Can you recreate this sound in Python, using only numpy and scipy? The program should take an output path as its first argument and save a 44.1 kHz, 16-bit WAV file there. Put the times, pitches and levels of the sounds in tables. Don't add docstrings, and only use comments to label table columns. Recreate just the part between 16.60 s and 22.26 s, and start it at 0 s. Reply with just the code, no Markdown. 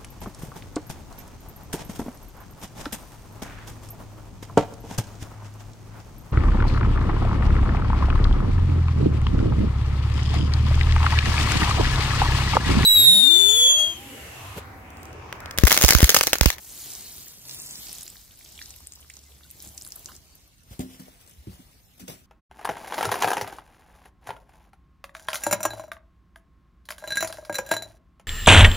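import sys
import numpy as np
from scipy import signal
from scipy.fft import rfft, irfft, next_fast_len
from scipy.io import wavfile
from scipy.ndimage import uniform_filter1d

SR = 44100
rng = np.random.default_rng(int(sys.argv[2]) if len(sys.argv) > 2 else 0)


def wrap_up_sound(samples):
    columns = np.atleast_2d(samples).T
    tamed = np.clip(columns, -1, 1)
    steps = np.round(tamed * 32767).astype(np.int16)
    wavfile.write(sys.argv[1], SR, steps)


def voltage_ratio(decibels):
    exponent = np.asarray(decibels, float) / 20
    return 10 ** exponent


N = 249606
T = np.arange(N) / SR
TOP_HZ = 14500

# start_s, left_late_samples
WATER_AIM = [(0, 1), (.3, 1.5), (.6, 3), (.85, 4.2), (.97, 5), (1.06, 5.6), (1.17, 5), (1.25, 3),
             (1.32, .4), (1.45, 0), (1.95, -1), (2.3, -5), (2.4, -5), (2.55, -3), (2.7, -1), (3.2, -.6),
             (3.32, 1.6), (3.5, .4), (3.6, 4), (4, 4)]
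# start_s, left_late_samples
WALK_PATH = [
    (0, -17),
    (4.3, -17),
    (4.45, -21),
    (5.66, -22),
]
# frequency_hz, left_right_db
MIC_LEAN = [(300, -1), (3000, -1), (7500, -1), (11500, 2), (15000, 3)]


def evened(x):
    return x / np.sqrt(np.mean(x ** 2) + 1e-20)


def read(points, hz):
    f, value = np.transpose(points)
    return np.interp(np.log(hz + 1), np.log(f + 1), value)


def curves(rows):
    s, *columns = np.transpose(rows)
    return [np.interp(T, s, c) for c in columns]


def add(mix, s, sound, pan_db, late):
    for side, sign in enumerate((1, -1)):
        start = round(s * SR) + (1 - side) * round(late)
        part = mix[side, start:][:sound.shape[1]]
        part += voltage_ratio(sign * pan_db / 2) * sound[side, :len(part)]


def delayed(x, late):
    return x[np.clip(np.arange(N) - np.round(late).astype(int), 0, N - 1)]


def band(x, lo_hz, hi_hz):
    sos = signal.butter(2, [lo_hz, min(hi_hz, SR / 2.1)], "band", fs=SR, output="sos")
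    return signal.sosfilt(sos, x)


def leaned(x, lean):
    size = next_fast_len(N)
    half_db = read(lean, np.fft.rfftfreq(size, 1 / SR)) / 2
    return irfft(rfft(x, size) * voltage_ratio([half_db, -half_db]), size)[:, :N]


def noise(colour, patchy_db, flicker_db):
    # frequency_hz, correlation
    likeness = [(60, 0.6775), (250, 0.7417), (640, 0.6081), (1400, 0.039), (4000, 0.11), (15000, 0.046)]
    frames, hz = N // 256 + 5, np.fft.rfftfreq(512, 1 / SR)
    a, b, c, d, patches = rng.standard_normal((frames, 257, 5)).T
    patches = uniform_filter1d(patches, size=8, axis=0)
    patches = evened(uniform_filter1d(patches, size=6, axis=1))
    flicker = evened(uniform_filter1d(rng.standard_normal(frames), size=2))
    same = np.clip(read(likeness, hz), -1, 1)[:, None]
    left = a + 1j * b
    right = same * left + np.sqrt(1 - same ** 2) * (c + 1j * d)
    colour_db = read(colour, np.minimum(hz, TOP_HZ))[:, None]
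    z = np.array([left, right]) * voltage_ratio(colour_db + patchy_db * patches + flicker_db * flicker)
    return evened(signal.istft(z, window="cosine", nperseg=512, noverlap=256)[1][:, :N])


def grains(colour, lo_hz, hi_hz, per_ms, late, scatter, cycles, spread_db, count):
    most_per_ms = 12
    pitches, out = np.geomspace(lo_hz, hi_hz, count), np.zeros((count, 2, N))
    for k, hz in enumerate(pitches):
        when, hit, size, place, pan = rng.random((most_per_ms * 1000 * N // SR // count, 5)).T
        at = (when * N).astype(int)
        heard = hit < per_ms[at] / most_per_ms
        sizes = voltage_ratio(spread_db * np.minimum(-np.log(size), 4)) * heard
        shift = np.round(late[at] + scatter[at] * (place - .5)).astype(int)
        left = np.bincount(np.clip(at + shift, 0, N - 1), sizes * (1.5 - pan), N)
        right = np.bincount(at, sizes * (.5 + pan), N)
        u = np.arange(256) * hz / SR
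        ring = np.sin(2 * np.pi * u * (1 + 0.014 * u)) * np.exp(-u / cycles)
        ring *= voltage_ratio(read(colour, min(hz, TOP_HZ))) * np.sqrt(hz) / np.linalg.norm(ring)
        train = signal.oaconvolve(np.array([left, right]), ring[None], axes=1)[:, :N]
        out[k] = train / np.sqrt(per_ms)
    return pitches, out / np.sqrt(np.mean(out.sum(0) ** 2))


def shower():
    # start_s, shower_level_db, spray_fineness_db
    flow = [(0.0, -52, 10), (0.2, -43, 6.5), (0.31, -42, 5), (0.62, -46.5, 5), (0.82, -52.5, 6),
            (0.92, -43, 4), (1.05, -43.5, 6), (1.3, -43, 3), (1.5, -49.5, 4), (1.7, -57.5, 4.5),
            (2.03, -48.5, 2.5), (2.33, -57, 1), (2.92, -59.5, 5), (3.05, -49.5, 7), (3.14, -57, 8),
            (3.55, -53.5, 5), (3.6, -62, 3), (4.0, -59.5, -4.5)]
    # start_s, breadth_samples
    breadth = [(0, 6), (.4, 4), (.7, 4), (.88, 2.8), (1, 2.9), (1.18, 3.4), (1.27, 7), (4, 7)]
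    # frequency_hz, density_db_per_hz
    fizz = [(760, -29.5), (1300, -26.5), (3790, -6), (4630, -3.5), (5260, -2), (7130, 0), (14900, -14),
            (16000, -62)]
    # frequency_hz, density_db_per_hz
    soil = [(88, -7.5), (150, -1), (342, -1.5), (516, -9), (718, -5.5), (1720, -17), (2500, -13.5),
            (3250, -13), (5500, -120)]
    fizz_db, fine_db = curves(flow)
    top_db = fizz_db + fine_db
    drum_db = -59 + 0.8005 * (fizz_db + 46.0)
    drum_db += 7 * np.exp(-((T - 3.4202) / 0.5597) ** 2)
    late, width = curves(WATER_AIM)[0], curves(breadth)[0]
    fade = np.clip((4.0 - T) / .2, 0, 1)

    per_ms = np.clip(5.0 * voltage_ratio(0.98 * (fizz_db + 45)), 4, 12)
    pitches, ticks = grains(fizz, 1200, 15500, per_ms, late, width, cycles=3.5, spread_db=1.8, count=18)
    high = np.clip(np.log2(pitches / 6000), 0, 1)[:, None, None]
    out = (ticks * voltage_ratio(-0.7631 + (1 - high) * fizz_db + high * (top_db - 2.0))).sum(0)

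    mist = noise(fizz, patchy_db=3, flicker_db=1)
    apart = np.clip(width / 5.5, 0, .9)
    mist[0] = apart * mist[0] + np.sqrt(1 - apart ** 2) * delayed(mist[1], late)
    out += voltage_ratio(fizz_db + 2.638) * band(mist, 1500, 6200)
    out += voltage_ratio((fizz_db + top_db) / 2 - 1.9316) * band(mist, 6200, 11280)
    out += voltage_ratio(top_db + 6.0) * band(mist, 11280, 18000)

    drumming = noise(soil, patchy_db=1.5, flicker_db=2.0)
    return fade * (out + voltage_ratio(drum_db - 0.5) * drumming)


def garden():
    # frequency_hz, density_db_per_hz
    air = [(15, -50), (25, 1), (200, -16.5), (285, -9), (317, -20.5), (516, -16.5), (754, -17.5),
           (2350, -19.5), (4740, -19), (14800, -23), (16000, -40)]
    # nearest_s, level_db
    cars = [
        (0.3, -53),
        (0.8, -58.5),
        (1.4, -52.5),
        (2.101, -54.5),
        (3.2, -54.5),
        (3.55, -56),
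        (4.2, -54.5),
        (4.9, -57.5),
        (5.17, -57.5),
        (5.62, -55.5),
    ]
    # start_s, end_s, pitch_hz, level_db
    hums = [
        (1.8622, 3.28, 71, -55.5),
        (0.7074, 1.18, 133, -56),
        (1.3117, 1.7986, 44, -58),
        (3.21, 3.89, 74, -61),
    ]
    # start_s, pitch_hz, level_db
    whine = [
        (5.19, 14100, -72),
        (5.21, 14000, -63),
        (5.25, 13450, -68),
        (5.285, 12850, -68),
        (5.35, 12400, -64),
        (5.385, 12600, -69),
    ]
    # start_s, pitch_hz, level_db
    cheep = [
        (3.64, 4500, -66),
        (3.69, 4486, -65),
        (3.74, 4521, -55),
        (3.755, 4624, -70.5),
    ]
    road_colour = [(20, 3.5), (45, -10.5), (90, -7.0), (150, -14.5), (500, -37.5), (16000, -112)]
    far = noise(road_colour, patchy_db=1.0, flicker_db=1.5)
    road = voltage_ratio(-60.5) ** 2
    for s, db in cars:
        road = road + voltage_ratio(db - 2.5) ** 2 * np.exp(-((T - s) / 0.25253) ** 2)
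    out = voltage_ratio(-60.5) * noise(air, patchy_db=4.0, flicker_db=0.7797) + np.sqrt(road) * far

    for start, end, hz, db in hums:
        waver, swell = (evened(uniform_filter1d(v, size=1500)) for v in rng.standard_normal((2, N)))
        on = np.clip(np.minimum(T - start, end - T) / 0.16686, 0, 1)
        turns = np.cumsum(hz * (1 + 0.03027 * waver)) / SR
        out += voltage_ratio(db + 3.03 * swell) * on * np.sin(2 * np.pi * turns)

    for song in (whine, cheep):
        hz, db = curves(song)
        flutter = evened(uniform_filter1d(rng.standard_normal(N), size=150))
        on = (T > song[0][0]) & (T < song[-1][0])
        turns = np.cumsum(hz * (1 + .005 * flutter)) / SR
        out += on * voltage_ratio(db + 1.5 * flutter) * np.array([[1], [.3]]) * np.sin(2 * np.pi * turns)
    return out


def drops(rows, lags):
    out, t = np.zeros((2, N)), np.arange(900) / SR
    for s, db, hz, pan_db in rows:
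        ring_ms = .55 * (7000 / hz) ** 0.51
        u = t * 1000 / ring_ms
        shared, own = rng.standard_normal(len(t)), rng.standard_normal((2, len(t)))
        hiss = .5 * shared + .85 * own
        turns = np.cumsum(np.minimum(hz * (.93 + 0.074 * u), SR / 2.5)) / SR
        note = .9 * np.sin(2 * np.pi * turns) * np.exp(-u) * np.minimum(turns / 1.2565, 1)
        splinters = .6 * np.exp(-u / 2)
        splash = .17 * np.exp(-t * 1000 / 5)
        body = band(hiss * (splinters + splash), hz / 1.3, hz * 1.3)
        crack = .4 * band(hiss * np.exp(-2 * u), 2000, 15000)
        tick = note + body + crack
        tick = tick / np.sqrt(uniform_filter1d(tick ** 2, size=16, axis=1).max(1, keepdims=True))
        late = np.interp(s, *np.transpose(lags))
        add(out, s - .0003, voltage_ratio(db - 1.8857) * tick, pan_db - read(MIC_LEAN, hz), late)
    return out


def water_drops():
    # start_s, peak_db,
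    # pitch_hz, left_right_db
    big_drops = [(0.0086, -39.5, 6682, 4.5), (0.0332, -34, 11680, 3.5), (0.0497, -37.5, 6740, -2),
                 (0.0991, -37, 6495, 0), (0.105, -34.0, 6833, -5), (0.1548, -32.5, 12200, 5.5),
                 (0.2193, -29, 10450, 0), (0.3043, -29.5, 6526, -4), (0.3192, -31, 5470, -4.5),
                 (0.3353, -27.5, 7506, -0.5), (0.3518, -26, 6290, -6.5), (0.4095, -31.5, 7945, -2.5),
                 (0.5634, -32.5, 9912, 4.5), (0.5827, -28.5, 9350, 1), (0.6008, -38.5, 13790, 5),
                 (0.6058, -36.5, 6999, 9), (0.6803, -32.5, 13350, 4.5), (0.6834, -31.5, 6643, -6),
                 (0.8171, -39, 6883, -7), (0.8532, -35, 4759, -1), (0.8846, -29.5, 7395, 1),
                 (0.8951, -27.5, 4940, -4), (0.9111, -26.5, 5035, -1), (0.947, -25, 11250, -2),
                 (0.9861, -36.5, 9014, -2.5), (0.9905, -31.5, 9340, 4), (0.9935, -33, 4891, 0.5),
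                 (1.0004, -25, 7158, -0.5), (1.0193, -27.5, 9170, -2), (1.0598, -42, 7620, -1),
                 (1.0638, -28.5, 8700, -1), (1.0714, -33, 5507, -1), (1.1095, -27.5, 7089, -6.5),
                 (1.1563, -27.0, 5330, -6), (1.2124, -35.5, 7446, -7), (1.2359, -35.5, 6292, -1.5),
                 (1.269, -30.5, 5110, -5.5), (1.2856, -28.5, 8355, -2.5), (1.2939, -29.5, 5264, 0.5),
              (1.3165, -32.5, 5450, -3), (1.3293, -21.5, 9934, 3), (1.3489, -34, 6970, -4.5),
              (1.3529, -32, 7222, -6.5), (1.3844, -26.5, 7393, -2.5), (1.4094, -28.5, 7206, -6),
              (1.4204, -29, 6890, -5), (1.432, -25.5, 9646, -2), (1.4657, -32, 4274, -2),
              (1.479, -27.5, 6822, -2.5), (1.5014, -30.5, 7842, -2.5), (1.5034, -38.5, 13840, 6),
              (1.5687, -37, 4581, 2.5), (1.6143, -44, 7483, 1), (1.6501, -46, 9143, -4),
              (1.6589, -45.5, 6790, 0), (1.678, -46.5, 6467, 2), (1.7104, -42, 3572, -0.5),
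              (1.72, -43, 11410, -2), (1.758, -42, 7775, -2.5), (1.7745, -37, 14460, 3.5),
              (1.7916, -34, 11250, 1.5), (1.8452, -36, 11480, 1.5), (1.8492, -35.5, 6195, -2),
              (1.861, -40, 3227, -4.5), (1.8768, -42, 7446, -0.5), (1.8895, -39.5, 6918, 1),
              (1.912, -42.5, 5499, -4.5), (1.9215, -38.5, 13560, 4), (1.924, -41, 6892, 4.5),
              (1.9533, -43.5, 5463, -4.5), (1.9781, -35, 3534, -5.5), (1.9907, -35, 3180, 4),
              (1.9997, -36.5, 13360, 3.5), (2.017, -29.5, 4192, -1.5), (2.025, -29.5, 5491, -2.5),
              (2.059, -29.5, 5691, 0.5), (2.093, -36, 11500, 5), (2.1059, -31, 6604, -1.5),
              (2.1404, -40.0, 2933, -0.5), (2.163, -32.5, 11420, 3.5), (2.186, -46.5, 9090, 0),
              (2.2045, -38.5, 9183, 1.5),
                 (2.266, -49, 3170, -2), (2.2716, -23.5, 9196, 2.5), (2.3224, -28, 6868, -0.5),
             (2.3365, -32.5, 7514, 4), (2.3539, -36.5, 12570, 5), (2.358, -35.5, 5572, -3),
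             (2.3965, -46.5, 5770, 0), (2.4051, -38.5, 13090, 5), (2.4121, -38.5, 8937, 1),
             (2.4284, -44.5, 2923, 1), (2.5001, -31, 7057, -3), (2.538, -35, 6287, 2.5),
             (2.5406, -35, 6605, -3.5), (2.5558, -40.0, 7393, -7), (2.5681, -33.5, 6285, -4.5),
             (2.5718, -39.5, 6544, -2.5), (2.591, -38, 6469, 0.5), (2.6391, -41.0, 7619, 0.5),
             (2.6647, -46.5, 6842, -3), (2.7209, -46.0, 3284, 6), (2.8354, -45, 3741, 2),
             (2.844, -46.5, 4247, 5), (2.904, -34.5, 8020, -3.5), (2.912, -29, 12370, 2),
             (3.0031, -33, 5692, -1), (3.0245, -29, 10130, -2.5), (3.0492, -34, 6813, -2.5),
             (3.0746, -32.5, 7334, -1.5), (3.0876, -39, 7492, -1), (3.09, -36.5, 7430, -5.5),
                 (3.1483, -41, 8054, -0.5), (3.1772, -28, 8097, 3.5), (3.1795, -26.5, 5788, -2),
              (3.2066, -44.5, 11800, 3.5), (3.213, -31.5, 5378, -2.5), (3.2221, -27.5, 7552, 1.5),
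              (3.2327, -35.0, 8710, -2), (3.2485, -33, 4427, 0), (3.2502, -28.5, 10340, 2),
              (3.2567, -36.5, 9710, -0.5), (3.2646, -30.5, 8566, -0.5), (3.2755, -25.5, 9445, 1.5),
              (3.2868, -34, 12340, 4.5), (3.3056, -34, 6937, -2.5), (3.3217, -24.5, 5945, 0),
              (3.3266, -36.5, 12470, 7.5), (3.3578, -30.5, 11130, -4), (3.3619, -25.5, 13530, 5),
              (3.3941, -32, 12810, 1), (3.4462, -36, 7811, -1), (3.4592, -23.5, 5985, 0),
              (3.474, -43.5, 5462, 0), (3.5023, -45, 11720, 0.5), (3.5201, -42.5, 5692, -4),
              (3.5526, -36.5, 6840, 4), (3.5645, -36, 6658, -6), (3.6514, -50.5, 10430, 0.5),
              (3.6552, -46, 6714, -1), (3.6716, -55.5, 6810, -4.5), (3.7111, -50, 6757, 1),
              (3.7539, -37.5, 13220, -1), (3.7551, -49, 6470, -3), (3.7597, -45.5, 13650, 0),
              (3.8769, -49, 12590, 8.5), (3.9817, -50, 7300, -0.5), (4.0355, -46, 9616, -1)]
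    return drops(big_drops, WATER_AIM)


def bubbles():
    # start_s, level_db, start_hz, end_hz, length_ms
    pockets = [(0.669, -48.5, 1797, 1998, 4.68), (1.557, -42, 1738, 2013, 1.671),
               (1.991, -37.5, 2127, 3596, 4.11), (2.015, -32, 1789, 1895, 3.012),
               (2.205, -48.5, 891, 1101, 2.088), (2.396, -46.5, 1121, 1300, 0.998),
               (2.446, -48, 1356, 1600, 1.359), (2.5, -37.5, 1960, 4327, 6.171),
               (2.5716, -46, 900, 1200, 0.898), (2.659, -62, 2068, 2041, 31.36),
               (2.809, -46.5, 1310, 1500, 1.369), (2.849, -56, 1455, 1558, 14.08),
               (1.2701, -40, 2328, 3017, 1.952), (1.384, -38.5, 3230, 3892, 2.942),
               (1.426, -48, 1523, 1914, 1.278), (1.4785, -43, 2108, 2802, 1.168),
               (1.81, -43, 2090, 2405, 1.842), (2.375, -49, 899.3, 1100, 1.31),
               (3.267, -44.5, 1276, 1596, 2.26), (3.368, -49, 1110, 1420, 2.734),
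               (3.4864, -44, 1549, 1091, 3.54), (3.487, -43.5, 3040, 2630, 3.847),
               (3.493, -43.5, 1367, 1662, 5.407), (3.507, -49, 996.8, 1299, 5),
               (3.49, -47, 1037, 1041, 12.38), (3.501, -46.5, 1312, 981, 5.677),
               (3.518, -39, 1369, 1723, 1.397), (2.834, -49, 3512, 3876, 3.464)]
    out = np.zeros((2, N))
    for s, db, start_hz, end_hz, ms in pockets:
        u = np.arange(round(ms * SR / 600)) * 1000 / (SR * ms)
        turns = np.cumsum(start_hz + (end_hz - start_hz) * np.minimum(u, 1.2) ** 2) / SR
        tone = np.sin(2 * np.pi * turns) * np.minimum(u * 12, 1) * np.exp(-1.5 * u ** 2)
        add(out, s, voltage_ratio(db) * np.array([tone, tone]), -1.5, -2)
    return out


def plank():
    # frequency_hz, level_db, t60_s
    modes = [(68, 1, 0.1897), (101.68, 0, 0.1324), (145, 5.5, 0.03704), (185, -2.5, 0.21007),
             (257.49, -0.5, 0.24384), (325, -4, 0.05068), (369.23, -11, 0.21353), (486.34, -1, 0.0671),
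             (601.68, -8, 0.1779), (742.87, -8, 0.07637)]
    # start_s, strength_db, favoured_pitch_hz, spread_octaves, damping_factor
    blows = [(1.188, -38, 109.6, 0.807, 2.34), (3.069, -38, 114.2, 0.8124, 1.596),
             (4.11, -28, 98.54, 0.7212, 2.226), (4.194, -27, 251.8, 1.1495, 0.7094),
             (4.195, -30, 690, 0.745, 0.8537), (4.207, -32.5, 220.2, 0.899, 0.9655),
             (4.396, -37, 200.8, 0.3786, 0.786), (4.483, -32, 639.9, 0.3757, 4.53),
             (4.773, -38.5, 68, 0.2005, 0.9023), (4.870, -22, 325, 0.14277, 1.1734),
             (4.872, -25.5, 106.2, 0.5695, 1.573), (4.882, -35, 185, 0.3228, 1.051),
             (4.931, -28.5, 68, 0.3425, 3.906), (4.992, -34.5, 198.1, 0.6387, 3.112),
             (5.405, -38, 205.3, 0.621, 1.611), (5.426, -38, 194.9, 0.688, 1.1052),
             (5.483, -38, 408.9, 0.5471, 0.5356), (5.491, -36.5, 145, 0.2799, 0.4544)]
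    out, t = np.zeros((2, N)), np.arange(SR // 3) / SR
    for s, db, hz, spread, damping in blows:
        ring = np.zeros(len(t))
        for f, mode_db, t60 in modes:
            favour_db = -6.849 * (np.log2(f / hz) / spread) ** 2
            ring += voltage_ratio(mode_db + favour_db - 60 * t * damping / t60) * np.sin(2 * np.pi * f * t)
        ring *= 1 + 0.3696 * evened(uniform_filter1d(rng.standard_normal(len(t)), size=300))
        ring *= -voltage_ratio(db) * (1 - np.exp(-t * hz / 0.6639))
        add(out, s, np.array([ring, ring]), 1.2, np.interp(s, *np.transpose(WALK_PATH)) - 1)
    return out


def leaf_scuffs():
    # peak_s, level_db, rise_ms, fall_ms
    scuffs = [(4.134, -46, 32.62, 28.66), (4.1933, -38.5, 0.402, 10.22), (4.205, -38, 1.04, 28.734),
              (4.31, -49.5, 36.75, 42.36), (4.333, -50, 5.38, 81.73), (4.399, -45, 6.764, 34.45),
              (4.461, -54.5, 30.9, 73), (4.614, -55.5, 19.33, 41.38), (4.664, -51.5, 0.869, 6.04),
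              (4.679, -52.5, 1.62, 14.52), (4.7, -54, 6.76, 65.1), (4.94, -52, 83.6, 50.94),
              (4.989, -56.5, 38.6, 205.4), (5.4, -43, 4.267, 30.63), (5.38, -53, 2.463, 9.78),
              (5.48, -38, 1.137, 36.7), (5.499, -42.5, 14.25, 41.42), (5.54, -46.5, 21.86, 21.5),
              (5.59, -57.5, 18.4, 41.96), (4.5, -57, 299.3, 406.4), (4.86, -66.5, 3.9, 21.7)]
    # frequency_hz, density_db_per_hz
    leaves = [(180, -1.5), (300, -11), (494, -6.5), (1360, -15.5), (2930, -10.5), (3240, -11.5),
              (14700, -14.5), (16000, -85)]
    t = T[::8]
    power = np.zeros(len(t))
    for s, db, rise_ms, fall_ms in scuffs:
        power += voltage_ratio(db) ** 2 * np.exp(-2000 * abs(t - s) / np.where(t < s, rise_ms, fall_ms))
    power = np.interp(T, t, power)
    late = curves(WALK_PATH)[0]
    _, trains = grains(leaves, 400, 15000, np.full(N, 8.0), late, np.full(N, 6),
                       cycles=1.5, spread_db=4, count=8)
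    rustle = noise(leaves, patchy_db=2.5, flicker_db=1.0)
    rustle[0] = .9 * rustle[0] + .42 * delayed(rustle[1], late)
    crush = evened(0.53 * trains.sum(0) + 0.79 * rustle)
    return np.sqrt(power) * leaned(crush, [(500, 1.4), (4500, 1.2), (8000, 3.1), (13000, 4.36)])


def twigs():
    # start_s, peak_db, pitch_hz, left_right_db
    snaps = [(4.1365, -41.5, 12590, 3.5), (4.1935, -31, 8502, 6), (4.6125, -45.5, 8083, 4.5),
             (4.664, -46, 7831, 0.5), (4.6764, -42, 7854, 5), (4.6964, -39.5, 11780, 11),
             (4.712, -43, 6916, 3.5), (4.737, -47.5, 5970, 2.5), (5.3808, -47, 10200, 6.5),
             (5.3983, -38.5, 12220, 8.5), (5.4816, -31, 6240, -2), (5.486, -40, 7700, 4)]
    return drops(snaps, WALK_PATH)


def starved(x, margin_db):
    both = np.pad(np.array([x[0] + x[1], x[0] - x[1]]) / 2, ((0, 0), (126, 0)))
    z = signal.stft(both, window="cosine", nperseg=2048, noverlap=1024)[2]
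    power = abs(z[:, :1020]).reshape(2, -1, 6, z.shape[2]).mean(2) ** 2
    mask = uniform_filter1d(.5 * power + .5 * power[::-1], size=21, axis=1)
    keep = power > mask * voltage_ratio(2 * margin_db + 2 * rng.standard_normal(power.shape[1:]))
    keep &= np.roll(keep, 1, axis=2)
    keep[:, :18], keep[:, 121:] = True, False
    edges = np.diff(np.pad(both[0], (1025, 2048)))[:(z.shape[2] + 1) * 1024].reshape(-1, 1024)
    sharp = abs(edges).max(1) > 7.5 * edges.std(1)
    keep[:, :121, sharp[:-1] | sharp[1:]] = True
    z[:, :1020] *= np.repeat(keep, 6, axis=1)
    mid, side = signal.istft(z, window="cosine", nperseg=2048, noverlap=1024)[1][:, 126:126 + N]
    return np.array([mid + side, mid - side])


def scene():
    clicks = water_drops() + twigs() + bubbles()
    t = np.arange(3000) / SR
    scatter = rng.standard_normal((2, len(t))) * voltage_ratio(-60 * t / .12) * (t > .002)
    echoes = signal.oaconvolve(clicks, scatter / np.linalg.norm(scatter[0]), axes=1)[:, :N]
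    return clicks + voltage_ratio(-11.5) * echoes + shower() + garden() + plank() + leaf_scuffs()


def roll_off(x):
    return signal.sosfilt(signal.butter(12, 16810, fs=SR, output="sos"), x)


def record(dry):
    low_cut = signal.butter(5, 42, "high", fs=SR, output="sos")
    cut = signal.sosfilt(low_cut, leaned(dry, MIC_LEAN))
    cut = signal.oaconvolve(cut, signal.firwin(255, 16300, fs=SR)[None], "same")
    mix = starved(cut, margin_db=-4.9)
    return roll_off(mix)


dry = scene()
out = record(dry)
wrap_up_sound(out)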